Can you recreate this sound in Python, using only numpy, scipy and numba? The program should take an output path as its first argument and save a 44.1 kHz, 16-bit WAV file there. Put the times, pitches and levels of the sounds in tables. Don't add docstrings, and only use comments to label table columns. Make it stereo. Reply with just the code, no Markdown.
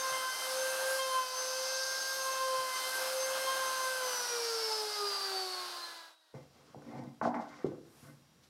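import sys
import numpy as np
from scipy import signal
from scipy.fft import rfft, irfft, next_fast_len
from scipy.io import wavfile
from scipy.ndimage import uniform_filter1d
from numba import njit

SR = 44100
rng = np.random.default_rng(int(sys.argv[2]) if len(sys.argv) > 2 else 0)


def put_to_file(sound):
    columns = np.atleast_2d(sound).T
    safe = np.clip(columns, -1, 1)
    whole_steps = np.round(safe * 32767)
    wavfile.write(sys.argv[1], SR, whole_steps.astype(np.int16))


N = 374406
T = np.arange(N) / SR
BENCH_START_S = 6.335
LEFT_RIGHT = np.array([[1], [-1]])


def undb(db):
    return 10 ** (np.asarray(db) / 20)


def unit(x):
    return x / np.sqrt(np.mean(x ** 2))


def curves(table):
    s, *columns = np.transpose(table)
    return [np.interp(T, s, column) for column in columns]


def walk(rate):
    hold = int(SR / rate)
    steps = np.repeat(rng.standard_normal(N // hold + 1), hold)
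    return 1.27 * uniform_filter1d(uniform_filter1d(steps, hold), hold)[:N]


def swells(events, rest_db):
    t = T[::32]
    power = undb(rest_db)[:, None] ** 2 + 0 * t
    for s, attack, hold, t60, *db in events:
        rise = np.clip((t - s) / attack, 0, 1)
        release = undb(-60 * np.maximum(t - s - attack - hold, 0) / t60)
        power = power + (undb(db)[:, None] * rise * release) ** 2
    return [np.interp(T, t, 10 * np.log10(p)) for p in power]


def coloured(points):
    hz, db = np.transpose(points)
    size = next_fast_len(N)
    f = np.arange(size // 2 + 1) * SR / size + 1
    spectrum = rfft(rng.standard_normal(size)) * undb(np.interp(np.log(f), np.log(hz), db))
    return unit(irfft(spectrum, size)[:N])


def wide(make, side_db):
    return make() + undb(side_db) * make() * LEFT_RIGHT


def pan(x, db):
    return x * undb(np.array([db / 2, -db / 2]).reshape(2, -1))


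@njit
def svf(x, hz, width):
    y, band, low = np.empty(len(x)), 0., 0.
    for i in range(len(x)):
        g, k = np.tan(np.pi * hz[i] / SR), width / hz[i]
        v = (band + g * (x[i] - low)) / (1 + g * (g + k))
        band, low, y[i] = 2 * v - band, low + 2 * g * v, k * v
    return y


def ring(x, modes):
    out = 0
    for hz, db, t60 in modes:
        pole = np.exp(2j * np.pi * hz / SR - np.log(1000) / (t60 * SR))
        out = out + undb(db) * signal.lfilter([1], [1, -pole], x).imag
    return out


OFF_S = 3.98
FADE_FROM_S, FADE_TO_S, FADE_FLOOR_DB = 5.317, 6.186, -30.5


def router():
    coast = np.maximum(T - OFF_S, 0)
    turn = shaft_angle(coast)
    fade = np.clip((FADE_TO_S - T) / (FADE_TO_S - FADE_FROM_S), undb(FADE_FLOOR_DB), 1)
    return (shaft_tones(turn, coast) + moving_air(turn, coast)) * fade * (T < BENCH_START_S)


# time in seconds, speed in Hz.
SHAFT_SPEED = [(0, 527), (.3, 517.7), (.6, 523), (.99, 529.4), (1.25, 513.4), (1.39, 514.4), (1.7, 524.7),
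               (2.1, 530.4), (2.29, 528), (2.75, 516.8), (3.1, 523.2), (3.52, 529.4), (3.74, 521.5),
               (3.97, 518)]
COAST_S, COAST_TO_HZ = 3.54, 94


def shaft_angle(coast):
    powered_hz = curves(SHAFT_SPEED)[0]
    hz = COAST_TO_HZ + (powered_hz - COAST_TO_HZ) * np.exp(-coast / COAST_S)
    return 2 * np.pi * np.cumsum(hz * (1 + 0.000798 * walk(60))) / SR


FLUTTER_DB, COAST_FLUTTER_DB = 3, 2


def shaft_tones(turn, coast):
    weak_db = -25 * np.clip(coast, 0, .3)
    lines = motor_whine() + even_and_weak_tones(weak_db) + coasting_tones() + chatter(weak_db)
    flutter = FLUTTER_DB + COAST_FLUTTER_DB * np.clip(coast / 0.16, 0, 1)
    out = 0
    for order, db in lines:
        if 3 < order < 12:
            db = db - flutter * np.maximum(walk(30), 0) ** 2
        lag = 0.23 * walk(2.15) * LEFT_RIGHT
        level = pan(np.sqrt(2) * undb(db), -4 / order + 0.41 * walk(2.5))
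        out = out + level * np.sin(order * turn + 2 * np.pi * rng.random() + lag)
    return out


MOTOR_LEVELS = { 1: [(0, -44.5), (.15, -43), (.22, -45), (.32, -64), (.45, -49), (.6, -37), (.9, -38.5),
                (1.27, -47), (1.62, -40), (2.05, -49), (2.54, -38.5), (2.62, -43), (2.75, -55.5),
                (2.87, -45), (2.94, -53), (3.02, -41), (3.1, -36.5), (3.5, -43), (3.98, -43.5),
                (4.1, -39.5), (4.18, -50), (4.22, -45), (4.27, -61), (4.33, -42.5), (4.42, -40),
                (4.88, -43.5), (4.95, -53), (5.03, -42.5), (5.2, -53.5), (5.34, -42), (5.62, -51.5),
                (5.84, -54.5), (6.2, -57)], 3: [(0, -47), (.08, -44.5), (.17, -49), (.24, -43), (.32, -42),
                (.36, -60), (.47, -53), (.67, -40.5), (.79, -43.5), (.92, -37.5), (1.0, -44.5), (1.11, -53),
                (1.15, -44), (1.3, -55), (1.39, -44.5), (1.48, -51), (1.55, -45), (1.64, -53), (1.7, -45),
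                (2.08, -38), (2.3, -47), (2.49, -49), (2.54, -56), (2.6, -46), (2.66, -54), (2.72, -49),
                (2.86, -56), (2.95, -40), (3.03, -43.5), (3.2, -59), (3.26, -45), (3.33, -47),
                (3.52, -40.5), (3.8, -46), (3.97, -40.5), (4.09, -53), (4.24, -43.5), (4.28, -55),
                (4.35, -44), (4.43, -66), (4.51, -46), (4.6, -49.5), (4.79, -56), (4.93, -55), (5.02, -40),
                (5.22, -43.5), (5.32, -56), (5.49, -48.5), (5.63, -42.5), (5.7, -49), (5.8, -43.5),
                (5.91, -48), (6.0, -45.5), (6.2, -49)], 5: [(0, -67), (.1, -53), (.15, -70), (.5, -66),
                (.75, -53), (.95, -60), (1.05, -50), (1.12, -64), (1.16, -54), (1.45, -65), (1.53, -55),
                (1.8, -57), (2.0, -78), (2.3, -52), (2.55, -55), (2.8, -65), (3.05, -58), (3.3, -52.5),
                (3.55, -58), (3.72, -64), (3.82, -54), (4.16, -70), (4.24, -55), (4.32, -53), (4.4, -56),
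                (4.55, -57), (4.8, -60), (4.94, -53), (5.05, -55), (5.14, -62), (5.35, -56), (5.6, -67),
                (5.9, -47.5), (5.98, -54), (6.05, -41.5), (6.13, -52), (6.2, -58)], 7: [(0, -51),
                (.25, -61), (.7, -58), (.95, -65), (1.03, -50), (1.2, -53), (1.3, -66), (2.2, -59),
                (2.45, -57), (2.63, -70), (2.8, -57), (3.2, -65), (3.35, -61), (3.55, -51), (3.7, -63),
                (3.9, -56), (4.2, -66), (6.2, -72)], 8: [(0, -50), (.2, -59), (.95, -55), (1.02, -53),
                (1.15, -52), (1.3, -68), (2.0, -70), (2.1, -54), (2.25, -54.5), (2.7, -58), (2.86, -48),
                (3.0, -60), (3.6, -53), (3.9, -59), (4.2, -57), (6.2, -74)], 11: [(0, -54), (.6, -64),
                (.92, -56), (1.2, -61), (1.95, -59), (2.08, -53), (2.5, -60), (3.0, -58), (4.0, -64),
                (4.22, -54), (4.3, -59), (4.52, -51), (4.65, -54), (4.76, -46), (4.86, -54), (4.94, -48),
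                (5.03, -66), (6.2, -68)], 12: [(0, -45), (.39, -53.5), (.6, -45.5), (.9, -55), (1.1, -54),
                (1.28, -53), (1.4, -40), (1.53, -45.5), (1.58, -45), (1.72, -44), (1.82, -52), (1.88, -46),
                (1.98, -53), (2.03, -46), (2.2, -43.5), (2.42, -45.5), (2.54, -59), (2.87, -47.5),
                (3.12, -56), (3.21, -45), (3.5, -52.5), (3.6, -49), (3.85, -47), (3.93, -56), (4.02, -47),
                (4.25, -43.5), (4.44, -48.5), (4.52, -46), (4.75, -42.5), (5.14, -41), (5.25, -40.5),
                (5.36, -39.5), (5.62, -47), (5.76, -58), (5.84, -40.5), (5.94, -50), (6.04, -46),
                (6.2, -46)], 24: [(0, -61), (.7, -63), (.92, -55), (1.2, -64), (1.9, -62), (2.25, -55),
                (2.5, -68), (3.06, -54.5), (3.25, -61), (3.9, -61), (4.4, -68)]}


def motor_whine():
    return [(order, curves(table)[0] + 1.55 * walk(14) + 0.2 * min(order, 12) * walk(60))
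            for order, table in MOTOR_LEVELS.items()]


# start in seconds, attack in seconds, hold in seconds, release in seconds to fall 60 dB,
# rms level in dB of orders 2, 4 and 6, dB added to the weak orders.
EVEN_SWELLS = [(0, 0.058, 0.071, 0.36, -40.5, -54, -65, 7), (.12, 0.0098, 0.16, 0.28, -39, -45, -48.5, -15),
               (.3, 0.045, 0.13, 0.22, -53, -48.5, -47.5, -5), (.5, 0.049, 0.37, .4, -66, -61, -59, 2),
               (.985, 0.0074, 0.011, 0.8, -36.5, -48.5, -44.5, 6),
               (1.05, 0.11, 0.026, 0.53, -33, -60, -46.5, -1),
               (1.32, 0.018, 0.028, 0.82, -47, -67, -58, -5), (1.5, 0.067, 0.084, 0.88, -49.5, -73, -62, 3),
               (2.15, 0.15, 0.2, 0.72, -39.5, -57, -54.5, -3),
               (2.45, 0.11, 0.042, 0.97, -35.5, -57, -52, -4),
               (2.62, 0.15, 0.12, 0.51, -62, -44, -51.5, -1), (2.95, 0.054, 0.098, .2, -64, -54, -57, 7),
               (3.17, .12, .2, .4, -51, -51.5, -54, 0), (3.46, 0.022, 0.035, 0.66, -36, -56, -45, -2),
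               (3.55, 0.066, 0.26, 0.37, -40.5, -53, -58, -5)]
# level in dB of orders 2, 4 and 6, dB added to the weak orders.
EVEN_REST = (-53, -77, -68, 1.5)
# order, rms level in dB before the swells' change is added.
WEAK_ORDERS = [(10, -61)]


def even_and_weak_tones(weak_db):
    *even_db, added_db = swells(EVEN_SWELLS, EVEN_REST)
    even = [(order, db + 0.7 * walk(11) + 1.83 * walk(60) + weak_db) for order, db in zip((2, 4, 6), even_db)]
    weak = [(order, db + added_db + 3 * walk(7) + 4 * walk(90) + weak_db) for order, db in WEAK_ORDERS]
    return even + weak


# time in seconds, rms level in dB of orders 2, 4 and 6 before the random wander.
COAST_LEVELS = [(3.9, -78, -59, -68), (4.05, -41, -53, -52), (4.15, -49.5, -55, -53),
                (4.3, -49.5, -57, -66), (4.36, -60, -59, -63), (4.5, -62, -63, -67), (4.63, -56, -66, -72),
                (4.72, -43.5, -65, -70), (4.87, -52, -60, -70), (4.95, -54, -56, -68),
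                (5.07, -56, -55, -64), (5.17, -59, -61, -60), (5.27, -52, -55, -64), (5.37, -44, -64, -68),
                (5.5, -52, -56, -64), (5.62, -52, -66, -58), (5.77, -64, -52, -60), (5.84, -59, -50, -58),
                (6.2, -52, -55, -54)]


def coasting_tones():
    return [(order, db + 2.3 * walk(30)) for order, db in zip((2, 4, 6), curves(COAST_LEVELS))]


# start in seconds, attack in seconds, hold in seconds,
# release in seconds to fall 60 dB, chatter level in dB.
CHATTER_BURSTS = [(.05, 0.046, .1, .3, -63), (.42, .03, 0.11, .3, -64), (.63, .02, 0.063, .2, -58),
                  (.85, 0.034, 0.11, .2, -56), (1.03, .02, 0.12, .3, -60), (2.2, .05, 0.09, 0.28, -63),
                  (2.88, .08, 0.18, .3, -61), (3.4, .1, .3, .4, -71)]
# order, level in dB relative to the chatter level.
CHATTER_ORDERS = [(13, -0.5), (14, -5.5), (15, -11), (16, -4), (17, 0), (18, -1.5), (19, 1), (20, -2),
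                  (21, -10), (22, -9), (23, -4), (25, -7), (26, -9), (27, -19), (28, -11)]
CHATTER_REST_DB = -68


def chatter(weak_db):
    chatter_db = swells(CHATTER_BURSTS, [CHATTER_REST_DB])[0]
    return [(order, db + chatter_db + 4.0 * walk(16) + 3 * weak_db) for order, db in CHATTER_ORDERS]


# time in seconds, fan rush level in dB,
# chip hiss level in dB (the housing roar follows this one too).
AIR_LEVELS = [(0, -46.5, -46.5), (.3, -47, -47), (.5, -44.5, -44.5), (.67, -46, -44.5), (.8, -48, -44),
              (.96, -43, -45), (1.05, -46.5, -49), (1.3, -47, -49.5), (1.38, -43.5, -47.5),
              (1.75, -40, -49), (1.95, -40.5, -48.5), (2.15, -42.5, -48), (2.33, -46, -48),
              (2.6, -46, -47.5), (2.89, -44, -44.5), (3.23, -47, -45), (4.1, -45, -45.5),
              (4.53, -40.5, -49), (4.8, -41.5, -50), (5.3, -43.5, -50.5), (6.2, -42, -50.5)]
# frequency in Hz, relative level in dB per Hz.
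HISS_COLOUR = [(2000, -45), (5000, -3.5), (7000, -7), (7800, -2), (8800, 0.5), (10200, -2.5), (11500, -3),
               (13000, -8), (15000, -23), (16500, -32)]
ROAR_DB, ROAR_FOLLOWS, HISS_USUAL_DB, AIR_PAN_DB = -44.5, 0.94, -47, -0.66
ROAR_COAST_DB_PER_S = 2.5
FAN_HZ, FAN_USUAL_DB, FAN_HZ_PER_DB = 4780, -48, 26
FAN_SINK_S, FAN_SINK_HZ_PER_S = 4.45, 460


def moving_air(turn, coast):
    fan_db, hiss_db = curves(AIR_LEVELS)
    roar_db = ROAR_DB + ROAR_FOLLOWS * (hiss_db - HISS_USUAL_DB) + ROAR_COAST_DB_PER_S * coast
    fan_hz = FAN_HZ + FAN_HZ_PER_DB * (fan_db - FAN_USUAL_DB)
    fan_hz = fan_hz - FAN_SINK_HZ_PER_S * np.maximum(T - FAN_SINK_S, 0)
    housing = wide(roar, -12.0) * undb(roar_db + 1.0 * walk(12))
    fan = wide(lambda: rush(fan_hz), -14.5) * undb(fan_db + 0.54 * walk(12))
    hiss = wide(lambda: coloured(HISS_COLOUR), -12.5) * undb(hiss_db + 0.58 * walk(11))
    throb = 1 + 0.18 * np.sin(turn)
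    return pan(housing + throb * (fan + hiss), AIR_PAN_DB)


# frequency in Hz, relative level in dB per Hz.
ROAR_COLOUR = [(30, -38), (85, -32.5), (130, -23.5), (250, -14), (450, -4.5), (800, 2), (1600, 4),
               (1720, 0), (1850, -6.5), (2050, -3), (2270, -8), (2500, -4.5), (2760, -4.5), (2950, -2.5),
               (3350, -5.5), (3600, -5.5), (4000, -3), (5000, -13.5), (9000, -20)]
# frequency in Hz, width in Hz, dB over the roar.
HOUSING_MODES = [(592, 44, -6), (754, 9.2, -1.5), (872, 21, -11), (1310, 12, -5), (4250, 38, -3),
                 (6480, 570, 4)]


def roar():
    air = coloured(ROAR_COLOUR)
    return air + sum(undb(db) * svf(air, hz * (1 + 0.0043 * walk(3.1)), 1. * width)
                     for hz, width, db in HOUSING_MODES)


# frequency in Hz, width in Hz, dB over the fan rush before its wander.
DUCT_MODES = [(4750, 200, -5.5), (5290, 370, -11.5)]


def rush(hz):
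    centre = np.maximum(hz, 100)
    air = svf(svf(rng.standard_normal(N), centre, 2200.0), centre, 2200.0)
    duct = sum(undb(db + 3.4 * walk(8.8)) * svf(air, f * (1 + 0.014 * walk(5.5)), 1. * width)
               for f, width, db in DUCT_MODES)
    return unit(air + duct)


# start in seconds, peak level in dB before the low cut,
# centre of the struck modes in Hz, spread in octaves, left minus right in dB.
BENCH_KNOCKS = [(.112, -55, 132, 0.2, -5), (2.58, -57, 132, 0.2, -6), (6.3407, -38.5, 445, 0.46, -3),
                (6.343, -41, 550, 1.2, -3), (6.348, -39, 900, 1.3, -1), (6.344, -46, 150, 0.29, -3),
                (6.761, -44, 150, .4, -2), (6.746, -37.5, 730, 0.2, -2), (6.821, -48, 1700, 0.23, -1),
                (7.2137, -24, 1200, 0.44, -3), (7.2156, -20.5, 960, 0.3, 3), (7.2415, -36, 800, 0.45, -1),
                (7.252, -24.5, 1150, 0.37, 8), (7.2578, -28, 380, 0.45, -2), (7.264, -24, 620, 0.36, -2),
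                (7.2755, -22, 700, 0.53, -3), (7.3436, -31, 2000, 0.42, 9), (7.347, -29, 750, 0.48, -1),
                (7.361, -31, 755, 0.22, -7), (7.371, -29, 1000, 0.65, 4), (7.489, -40, 760, .5, -1),
                (7.6441, -19, 383, 0.17, -2.5), (7.646, -33, 125, .4, -1), (7.647, -29, 457, 0.36, -2),
                (7.671, -29, 360, 0.17, -1), (7.689, -34, 360, 0.14, -2), (7.719, -35.5, 450, 0.4, -2),
                (7.782, -41, 350, 0.33, -2), (7.725, -49, 125, 0.44, -3), (8.027, -44, 170, 0.53, -4)]
# frequency in Hz, strength in dB,
# seconds to fall 60 dB when ringing freely (knocks and slides shorten this).
BENCH_MODES = [(107, -14, 0.13), (140.6, 1, 0.3), (192, -4, 0.14), (239, 6, 0.27), (292, 0, 0.56),
               (364, 5, 0.083), (438, 6, 0.075), (508, 11, 0.13), (637, -4, 0.077), (670, 4, 0.13),
               (748, 4, 0.21), (824, 13, 0.048), (995, -5, 0.14), (1096, 7, 0.11), (1187, 16, 0.026),
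               (1360, 12, 0.028), (1502, 4, 0.1), (1750, -10, 0.036), (1900, -6, .05), (2080, -10, 0.22),
               (2240, -12, .04)]


def knocks():
    out, hz = np.zeros((2, N)), np.array(BENCH_MODES)[:, 0]
    t = np.arange(SR // 2) / SR
    for s, db, centre_hz, octaves, pan_db in BENCH_KNOCKS:
        i = int(s * SR)
        push = np.sin(np.pi * np.clip(t * 2.0 * centre_hz, 0, 1)) ** 2
        share_db = -6 * (np.log2(hz / centre_hz) / octaves) ** 2
        struck = [(f, g + share, 0.45 * t60) for (f, g, t60), share in zip(BENCH_MODES, share_db)]
        blow = ring(push, struck)[:N - i]
        out[:, i:i + len(blow)] += pan(blow / np.abs(blow).max() * undb(db), pan_db)
    return out


# start in seconds, rough peak level in dB, pitch in Hz.
METAL_TICKS = [(6.8194, -58, 5640), (7.0375, -54, 4860), (7.235, -57, 4340), (7.3422, -59, 2510),
               (7.4165, -57, 5420), (7.4909, -52, 3900), (7.666, -48, 4080)]


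def ticks():
    out, t = np.zeros(N), np.arange(SR // 20) / SR
    for s, db, hz in METAL_TICKS:
        noise = unit(svf(rng.standard_normal(len(t)), np.full(len(t), 1. * hz), 3000.))
        i = int(s * SR)
        out[i:i + len(t)] += undb(db - 10) * noise * np.exp(-t / 0.005)
    return out


# start in seconds, attack in seconds, hold in seconds,
# release in seconds to fall 60 dB, drive in dB of six groups of modes from low to high.
BENCH_SLIDES = [(6.338, 0.0021, .01, 0.39, -54, -56.5, -54, -57, -63.5, -69),
                (6.501, 0.067, 0.18, .3, -70, -70, -68, -73, -71, -80),
                (6.745, 0.0036, .005, 0.55, -58, -57, -57, -61, -72, -81),
                (6.8, 0.13, .06, 0.42, -53.5, -46, -53.5, -55, -62, -63),
                (6.94, 0.034, 0.054, 0.37, -49.5, -44, -70, -54, -69, -75),
                (7.216, 0.0025, 0.013, 0.29, -66, -39.5, -54, -36, -40.5, -59),
                (7.235, 0.011, 0.041, 0.32, -64, -45, -54, -36.5, -51, -64),
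                (7.34, 0.0025, 0.02, 0.41, -66, -43, -51.5, -36, -45.5, -60),
                (7.39, .02, 0.029, 0.22, -73, -56, -67, -57, -58, -64),
                (7.47, 0.022, 0.043, 0.38, -73, -61, -70, -64, -58, -64),
                (7.565, .015, 0.057, 0.2, -75, -64, -67, -65, -60, -65),
                (7.647, 0.0024, 0.0018, 0.11, -49, -41, -37, -47, -52, -74),
                (7.66, 0.024, 0.02, 0.18, -56, -56, -59, -62, -61, -76),
                (7.705, 0.013, 0.03, 0.37, -66, -64, -55, -66, -68, -82),
                (7.8, 0.075, 0.12, .3, -71, -78, -78, -74, -74, -89),
                (8.025, .005, 0.059, 0.32, -58, -61, -66, -68, -64.5, -72),
                (8.16, 0.016, 0.0046, 0.16, -63, -71, -83, -88, -86, -95)]


def slides():
    held = [(f, g, 0.51 * t60) for f, g, t60 in BENCH_MODES]
    groups = held[:2], held[2:5], held[5:8], held[8:13], held[13:18], held[18:]
    drives_db = swells(BENCH_SLIDES, (-84, -91, -86, -88, -104, -104))
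    return sum(shaken(modes, db, -12.0) for modes, db in zip(groups, drives_db))


def shaken(modes, drive_db, side_db):
    slips = wide(lambda: rng.standard_normal(N) * undb(2.2 * walk(120)), side_db)
    edges_hz = [0.95 * modes[0][0], 1.155 * modes[-1][0]]
    band = signal.butter(3, edges_hz, "band", fs=SR, output="sos")
    body = lambda x: signal.sosfilt(band, ring(x, modes))
    click = np.arange(SR // 2) == 0
    return body(slips * undb(drive_db)) / np.sqrt(np.sum(body(click) ** 2))


# start in seconds, attack in seconds, hold in seconds,
# release in seconds to fall 60 dB, rustle level in dB, fine rustle level in dB.
CLOTH_RUSTLES = [(6.34, 0.0074, 0.0046, 0.65, -68.5, -79), (6.5, 0.044, 0.19, 0.32, -72, -86),
                 (6.78, 0.1, 0.11, 0.53, -68, -81), (7.22, 0.013, 0.034, 0.16, -57.5, -76),
                 (7.345, .003, 0.0056, .2, -64, -85), (7.39, 0.028, .005, 0.27, -62, -79),
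                 (7.46, 0.026, 0.11, 0.7, -65.5, -86), (7.65, 0.026, .005, .3, -71, -82),
                 (7.8, 0.22, .05, 0.49, -68, -66.5), (8.42, 0.024, .005, 0.23, -69, -76)]


def rustles():
    rustle_db, fine_db = swells(CLOTH_RUSTLES, (-88, -93))
    soft = [(1500, -4.5), (3500, -3.0), (5500, -2.0), (8000, -13.0), (14000, -43)]  # (Hz, dB per Hz)
    fine = [(5000, -8), (8000, -2), (11000, -1), (14000, -6), (16000, -20)]
    out = wide(lambda: coloured(soft), -14) * undb(rustle_db + 2.0 * walk(40))
    return out + wide(lambda: coloured(fine), -7) * undb(fine_db)


ROOM_T60_S, ROOM_DB = 0.66, -14


def room(x):
    t = np.arange(int(.6 * SR)) / SR
    mid, side = rng.standard_normal((2, len(t))) * np.exp(-np.log(1000) * t / ROOM_T60_S) * (t > .006)
    tail = signal.lfilter([.4], [1, -.6], mid + 0.14 * side * LEFT_RIGHT)
    tail = tail / np.sqrt(np.sum(tail ** 2) / 2)
    return signal.fftconvolve(x, tail, axes=1)[:, :N] * undb(ROOM_DB)


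# frequency in Hz, relative level in dB per Hz.
SHOP_AIR = [(24, -43), (40, -13), (162, 2.5), (218, -3), (1100, -16), (2330, -22.5), (5580, -17),
            (6160, -22), (13300, -27), (15500, -32)]
# frequency in Hz, relative level in dB per Hz.
SHOP_AIR_SIDE = [(24, -43), (40, -16), (170, -6.5), (577, -7), (2710, -26), (12700, -37), (15500, -45)]
# frequency in Hz, rms level in dB before the random wander.
GEAR_TONES = [(75, -80), (140, -92), (495, -92), (1104, -87), (2710, -87.5), (3750, -91), (3265, -88),
              (4060, -88), (4855, -88), (5600, -92), (5670, -86), (7095, -89)]
SHOP_DB = -68


def shop():
    hum = 0
    for hz, db in GEAR_TONES:
        angle = 2 * np.pi * np.cumsum(hz * (1 + 0.00098 * walk(16))) / SR
        hum = hum + np.sqrt(2) * undb(db + 2.0 * walk(8.5)) * np.sin(angle)
    air = coloured(SHOP_AIR) + undb(3.5) * coloured(SHOP_AIR_SIDE) * LEFT_RIGHT
    return (air * undb(SHOP_DB) + hum) * (T >= BENCH_START_S)


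MIC_DB = -74


def microphone_noise():
    colour = [(300, -5), (1000, 4), (6000, -8), (13000, -23), (16000, -38)]  # (Hz, dB per Hz)
    return wide(lambda: coloured(colour), -4) * undb(MIC_DB) * (T >= BENCH_START_S)


def scene():
    low_cut = signal.butter(5, 95, "high", fs=SR, output="sos")
    hits = signal.sosfilt(low_cut, knocks()) + ticks()
    drag = (slides() + rustles()) * (T >= BENCH_START_S)
    return router() + hits + room(hits) + pan(drag, -0.42) + shop() + microphone_noise()


TOP_HZ = 15750


def record(dry):
    dry = signal.sosfilt(signal.butter(2, 40, "high", fs=SR, output="sos"), dry)
    return signal.sosfilt(signal.ellip(10, .2, 80, TOP_HZ, fs=SR, output="sos"), dry)


dry = scene()
out = record(dry)
put_to_file(out)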